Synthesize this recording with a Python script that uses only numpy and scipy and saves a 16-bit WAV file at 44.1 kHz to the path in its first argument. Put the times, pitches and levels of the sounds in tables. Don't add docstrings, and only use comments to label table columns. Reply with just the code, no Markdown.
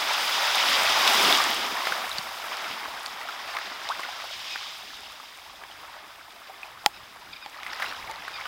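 import sys
import numpy as np
from scipy.fft import rfft, irfft, next_fast_len
from scipy.io import wavfile
from scipy.ndimage import map_coordinates

SR = 44100
rng = np.random.default_rng(int(sys.argv[2]) if len(sys.argv) > 2 else 0)


def write(x):
    x = np.atleast_2d(x).T
    wavfile.write(sys.argv[1], SR, np.round(np.clip(x, -1, 1) * 32767).astype(np.int16))

N = 373527


def amp(db):
    return np.exp(np.asarray(db) * float(np.log(10) / 20))


def decibels(power):
    return 10 * np.log10(power + 1e-20)


def unit(x):
    return x / np.sqrt(np.mean(x ** 2) + 1e-20)


def wobble(rate, size=N):
    points = rng.standard_normal(int(size * rate / SR) + 4)
    return map_coordinates(points, [np.arange(size) * rate / SR])


def coloured(x, spectrum):
    m = next_fast_len(len(x) + 8192)
    hz, db = np.transpose(spectrum)
    log_hz = np.log(np.fft.rfftfreq(m, 1 / SR) + 1)
    gain = amp(np.interp(log_hz, np.log(hz), db))
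    return unit(irfft(rfft(x, m) * gain, m)[:len(x)])


def fade(t, t60):
    return np.exp(t * (-float(np.log(1000)) / t60))


def add(track, s, sound):
    part = track[round(s * SR):][:len(sound)]
    part += sound[:len(part)]


def bubbles(rate, low_hz, high_hz, cycles, spread_db, rise=0.2, soft=0.23, size=900):
    count = int(rate * N / SR)
    when, pitch, strength, life = rng.random((count, 4)).astype(np.float32).T[:, :, None]
    hz = low_hz * (high_hz / low_hz) ** pitch
    t60 = np.minimum(cycles * (.5 + life) / hz, size / SR)
    t = np.arange(size, dtype=np.float32) / SR
    gain = amp(spread_db * np.minimum(-np.log(1 - strength), 5))
    age = np.minimum(t / t60, 1)
    envelope = gain * fade(age, 1) * (1 - fade(age, soft))
    rings = envelope * np.sin(2 * np.pi * hz * t * (1 + rise / 2 * age))
    places = (when * N).astype(int) + np.arange(size)
    return np.bincount(places.ravel(), rings.ravel(), N)[:N]


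def swell(crest_s, db, rise, fall):
    t = np.arange(N) / SR - crest_s
    return amp(db + np.minimum(rise * t, -fall * t)) ** 2


def surf():
    # (crest t/s, churning level/dB, rise/(dB/s), fall/(dB/s),
    # foam level/dB, spray level/dB before the lift in wash, falling drops level/dB)
    waves = [(.8, -26.5, 4.7, 37, -26.3, -40, -37), (1.08, -24, 32, 16.5, -25.3, -42, -47),
             (1.31, -24.5, 16.5, 52, -22.5, -35, -44), (1.88, -32.5, 35, 20, -35.5, -48.5, -49),
             (2.53, -35, 48, 8.5, -39, -58.5, -44), (3.5, -38.5, 39, 10.5, -44, -62.5, -47),
             (4.02, -42, 23, 18.5, -52.5, -62, -45.5), (4.53, -58, 11.5, 15.5, -37.5, -55.5, -56),
             (5.82, -46.6, 46, 19, -55.5, -73, -57), (6.66, -47, 30, 60, -58, -64, -58),
             (7.67, -47, 112, 30, -55, -70, -44.5), (7.82, -36.4, 75, 47, -41.5, -55.7, -41),
             (8.46, -40.5, 12, 20, -45.5, -63, -44)]
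    # (t/s, level/dB, rise/(dB/s), fall/(dB/s))
    breaks = [(1.28, -31.5, 80, 110), (1.57, -43.5, 42, 28.5), (2.72, -52.5, 72, 27), (3.72, -55, 80, 70),
              (8.08, -57.5, 40, 50)]
    calm_plunge_db, calm_churn_db, calm_foam_db, calm_spray_db = -65, -50, -53.5, -61.5
    plunge_below_churn_db = -22.5
    fizz_below_churn_db, fizz_fall_db_per_s = -25.5, 5.5

    churn, foam, spray, drops = np.zeros((4, N))
    for s, db, rise, fall, foam_db, spray_db, drops_db in waves:
        wave = swell(s, 0, rise, fall)
        churn += wave * amp(db) ** 2
        foam += wave * amp(foam_db) ** 2
        drops += wave * amp(drops_db) ** 2
        fizz = swell(s, db + fizz_below_churn_db, rise, fizz_fall_db_per_s)
        spray += wave * amp(spray_db) ** 2 + fizz
    plunge = churn * amp(plunge_below_churn_db) ** 2 + sum(swell(*row) for row in breaks)

    def over(power, calm_db):
        return decibels(power + amp(calm_db) ** 2)

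    return (over(plunge, calm_plunge_db), over(churn, calm_churn_db), over(foam, calm_foam_db),
            over(spray, calm_spray_db), decibels(drops))


def water(spectrum, swarm, share, restless_db):
    blur = coloured(rng.standard_normal(N), spectrum)
    mix = np.sqrt(1 - share) * blur + np.sqrt(share) * coloured(swarm, spectrum)
    return unit(mix * amp(restless_db * unit(wobble(22) + wobble(60))))


def wash(plunge_db, churn_db, foam_db, spray_db):
    # (f/Hz, relative level/dB)
    plunge_colour = [(70, -33), (130, -19), (200, -4.5), (300, 0.5), (400, 3), (480, -2), (700, -15),
                     (1500, -60)]
    churn_colour = [(250, -58), (480, -11), (620, -5), (780, -1.5), (1200, 0.5), (1600, -3), (2200, -3.5),
                    (3000, -12.5), (5000, -49), (9000, -50)]
    foam_colour = [(900, -32), (1800, -8), (2600, -2.5), (3400, 1.5), (3800, 1), (4200, -5.5), (4600, -2.5),
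                   (5050, 0), (5700, -7.5), (6600, -12), (8500, -23), (14000, -56)]
    spray_colour = [(3500, -8), (6000, -0.5), (7500, 0.5), (9500, 0.5), (12000, -1), (15000, 1.5),
                    (16000, -1)]

    churn_share = .5 / (1 + amp(churn_db + 21.5))
    spray_share = 0.31 * amp(spray_db + 50.0) / (1 + amp(spray_db + 49))

    pockets = bubbles(110, 157, 526, cycles=9.8, spread_db=2.0, size=2400)
    plunge = water(plunge_colour, pockets, share=0.31, restless_db=1.8)
    middling = bubbles(520, 547, 3010, cycles=28, spread_db=3.0)
    churn = water(churn_colour, middling, share=churn_share, restless_db=0.9)
    froth = bubbles(1200, 1844, 6720, cycles=13.4, spread_db=3.5, size=300)
    foam = water(foam_colour, froth, share=0.23, restless_db=1.0)
    prickles = bubbles(450, 5500, 15800, cycles=4.8, spread_db=5.5, size=100)
    spray = water(spray_colour, prickles, share=spray_share, restless_db=0.9)

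    surge = amp(0.15 * wobble(25))
    low = amp(plunge_db) * plunge + amp(churn_db) * churn
    high = amp(foam_db) * foam + amp(spray_db + 2.0) * spray
    return surge * (low + high)


def trickle(drops_db):
    pings = bubbles(260, 1360, 5340, cycles=23, spread_db=2.5, rise=.15, soft=0.17)
    return amp(drops_db) * unit(pings)


def wind():
    # (t/s, level/dB)
    gusts = [(0.03, -65), (.86, -60), (1.53, -60), (2.22, -63), (5.02, -71), (6.82, -63), (7.18, -64),
             (8.03, -58), (8.46, -63)]
    # (f/Hz, relative level/dB)
    rumble = [(12, -32), (25, -9), (42, -3.5), (70, -2), (120, -5), (200, -10), (500, -40)]
    breeze_db, gust_width_s = -68.5, 0.15

    t = np.arange(N) / SR
    power = amp(breeze_db) ** 2
    power = power + sum(amp(db) ** 2 * np.exp(-((t - s) / gust_width_s) ** 2) for s, db in gusts)
    lumps = coloured(rng.standard_normal(N), rumble) * amp(2.3 * wobble(9))
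    return np.sqrt(power) * unit(lumps)


def soft_cap(db, most_db):
    return -decibels(amp(-db) ** 2 + amp(-most_db) ** 2)


def plops(churn_db):
    plops_per_s, middle_hz, spread_octaves, splatter_share = 3, 1580, .8, 0.6
    over_churn_db, cap_db, spread_db = 10, -23, 3.5
    ring_cycles = 52

    count = int(plops_per_s * N / SR)
    when, size, pitch = rng.random((count, 3)).T
    at = ((np.arange(count) + when) / count * (N - 1)).astype(int)
    db = soft_cap(churn_db[at] + over_churn_db, cap_db) + spread_db * (2 * size - 1)
    hz = middle_hz * 2 ** (spread_octaves * (2 * pitch - 1))
    return list(zip(at / SR, db, hz, ring_cycles / hz, np.full(count, splatter_share)))


def slaps_and_thumps(rows):
    # (multiple of the tone's pitch, relative level/dB)
    splatter_colour = np.array([(.1, -42), (.4, -6.5), (.7, 2), (1, 4), (1.5, -3), (2.6, -15.5), (4, -24.5),
                                (10, -26)])

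    out, t = np.zeros(N), np.arange(SR // 6) / SR
    for s, db, hz, t60, share in rows:
        phase = 2 * np.pi * hz * t * (1 + 0.041 * t / t60) + .5 * wobble(hz / 4, len(t))
        splatter = 0.69 * coloured(rng.standard_normal(len(t)), splatter_colour * [hz, 1])
        body = np.sqrt(1 - share) * np.sin(phase) + np.sqrt(share) * splatter
        onset = 1 - np.exp(-(t / (0.00025 + 0.018 * t60)) ** 2)
        add(out, s, amp(db) * body * fade(t, t60) * onset)
    return out


def glide(length, start_hz, end_hz):
    u = np.linspace(0, 1, int(length * SR))
    phase = 2 * np.pi * np.cumsum(start_hz + (end_hz - start_hz) * u) / SR
    return phase, np.sqrt(np.abs(np.sin(np.pi * u)))


def gulps():
    # (t/s, length/s, start f/Hz, end f/Hz, level/dB)
    rising = [(3.889, 0.039, 616, 1620, -26)]

    out = np.zeros(N)
    for s, length, start_hz, end_hz, db in rising:
        phase, envelope = glide(length, start_hz, end_hz)
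        level = amp(db + 2.7 * wobble(394, len(phase)))
        tone = np.sin(phase + 0.5 * wobble(447, len(phase)))
        add(out, s, level * envelope * tone)
    return out


def squeaks():
    # (t/s, length/s, top f/Hz of the fundamental, level/dB, judder/dB)
    strokes = [(4.495, 0.077, 1275, -41, 0), (6.934, .052, 1326, -49, 7), (7.323, 0.028, 1214, -42, 9),
               (7.351, 0.025, 1256, -45.5, 7), (7.407, .058, 1247, -46.5, 5), (7.875, 0.047, 1380, -44, 9),
               (8.33, .05, 1240, -41, 5)]
    # (harmonic number, relative level/dB)
    harmonics = [(1, -6), (2, 8), (3, 6), (4, 4.5), (5, -29.5)]
    top_at, sag = 0.355, 0.404

    out = np.zeros(N)
    for s, length, top_hz, db, judder_db in strokes:
        u = np.linspace(0, 1, int(length * SR))
        hz = top_hz * (1 - sag * (u - top_at) ** 2)
        phase = 2 * np.pi * np.cumsum(hz) / SR + 0.063 * judder_db * wobble(390, len(u))
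        tone = sum(amp(level) * np.sin(round(k) * phase) for k, level in harmonics)
        envelope = np.sqrt(np.abs(np.sin(np.pi * u)))
        judder = amp(judder_db * np.tanh(wobble(253, len(u))))
        add(out, s, amp(db) * unit(tone * envelope * judder))
    return out


def clicks():
    # (t/s, relative level/dB, hardness: f/Hz above which the blow is weak)
    snaps = [(6.8614, -0.5, 14000), (7.4614, -22, 2980)]
    # (f/Hz, relative level/dB, time to fall 60 dB t60/s)
    modes = [(160, -33, 0.019), (829, -8.5, 0.039), (1370, -15.5, 0.017), (1930, -7.5, 0.0093),
             (2500, -5.5, 0.005), (3210, -5.5, 0.0075), (4130, -3, .003), (5070, -5.5, 0.007),
             (7100, -7.5, 0.0045), (9650, -15, .004), (14800, -29, .003)]

    out, t = np.zeros(N), np.arange(SR // 10) / SR
    for s, db, hard_hz in snaps:
        def drive(hz):
            return 1 / np.sqrt(1 + (hz / hard_hz) ** 4)

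        ring = np.zeros(len(t))
        for k, (hz, level, t60) in enumerate(modes):
            sign = (-1) ** k
            ring += sign * amp(level) * drive(hz) * fade(t, t60) * np.sin(2 * np.pi * hz * t)
        crack = amp(-17) * fade(t, 0.0067) + amp(-37) * fade(t, 0.1)
        noise = drive(7000) * crack * rng.standard_normal(len(t))
        add(out, s, amp(db) * (ring + noise))
    return out


def scene():
    # (t/s, level/dB, starting f/Hz of the tone, time to fall 60 dB t60/s, share of splatter 0-1)
    slap_and_thump_rows = [(1.0762, -5, 3730, 0.015, 0.7), (1.3258, 1, 3530, 0.0079, .2),
                           (1.8702, -10.5, 1530, .026, .8), (1.922, -11, 1490, 0.023, .46),
                           (2.115, -16.5, 3860, .014, 0), (2.183, -15.5, 4460, .019, 0.36),
                           (2.186, -39.5, 140, 0.074, .6), (2.441, -22, 1250, .033, 1),
                           (2.57, -18, 5000, 0.0065, .6), (2.703, -43, 143, .1, .8),
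                           (3.061, -19.5, 4400, 0.011, 0.74), (3.214, -20.5, 1910, .015, .2),
                           (3.2865, -23, 1386, 0.049, .6), (3.55, -25, 1020, 0.084, 0.2),
                           (3.567, -19, 2230, .026, .98), (3.586, -14, 1680, .019, 0.5),
                           (3.889, -14, 3870, 0.0067, 0.6), (3.993, -21, 1150, 0.043, 0.7),
                           (4.032, -21.5, 1980, .033, 0.6), (4.5571, -18.5, 1550, .021, 0.75),
                           (4.623, -25, 1600, 0.012, .6), (5.199, -31, 1250, .035, 0.26),
                           (5.636, -24.5, 1600, 0.018, 0.7), (6.495, -35, 767, .1, .26),
                           (6.631, -23.5, 2480, 0.028, 0.1), (7.159, -33, 1090, .046, .6),
                           (7.632, -19.5, 2560, 0.0092, 0.96), (7.664, -20.5, 2010, 0.031, 0.5),
                           (7.731, -20.5, 1880, .026, 0.45), (7.797, -23, 1400, .065, 1),
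                           (7.821, -18.5, 2000, .06, 1), (7.843, -21, 1390, 0.032, .7),
                           (7.912, -23.5, 1910, .021, 1), (8.093, -28.5, 880, 0.14, .37),
                           (8.113, -22.5, 5700, 0.0046, 0.9), (8.2795, -20, 1600, .021, 0.98),
                           (8.453, -26, 1500, .069, 0.6)]

    plunge_db, churn_db, foam_db, spray_db, drops_db = surf()
    sea = wash(plunge_db, churn_db, foam_db, spray_db) + trickle(drops_db)
    single_sounds = slaps_and_thumps(plops(churn_db)) + slaps_and_thumps(slap_and_thump_rows) + gulps()
    mono = sea + wind() + single_sounds + squeaks() + clicks()
    return np.array([mono, mono])


def record(dry):
    top_hz = 15850
    m = next_fast_len(N + SR // 2)
    keep = np.fft.rfftfreq(m, 1 / SR) < top_hz
    return irfft(rfft(np.clip(dry, -1, 1), m) * keep, m)[:, :N]


dry = scene()
out = record(dry)
write(out)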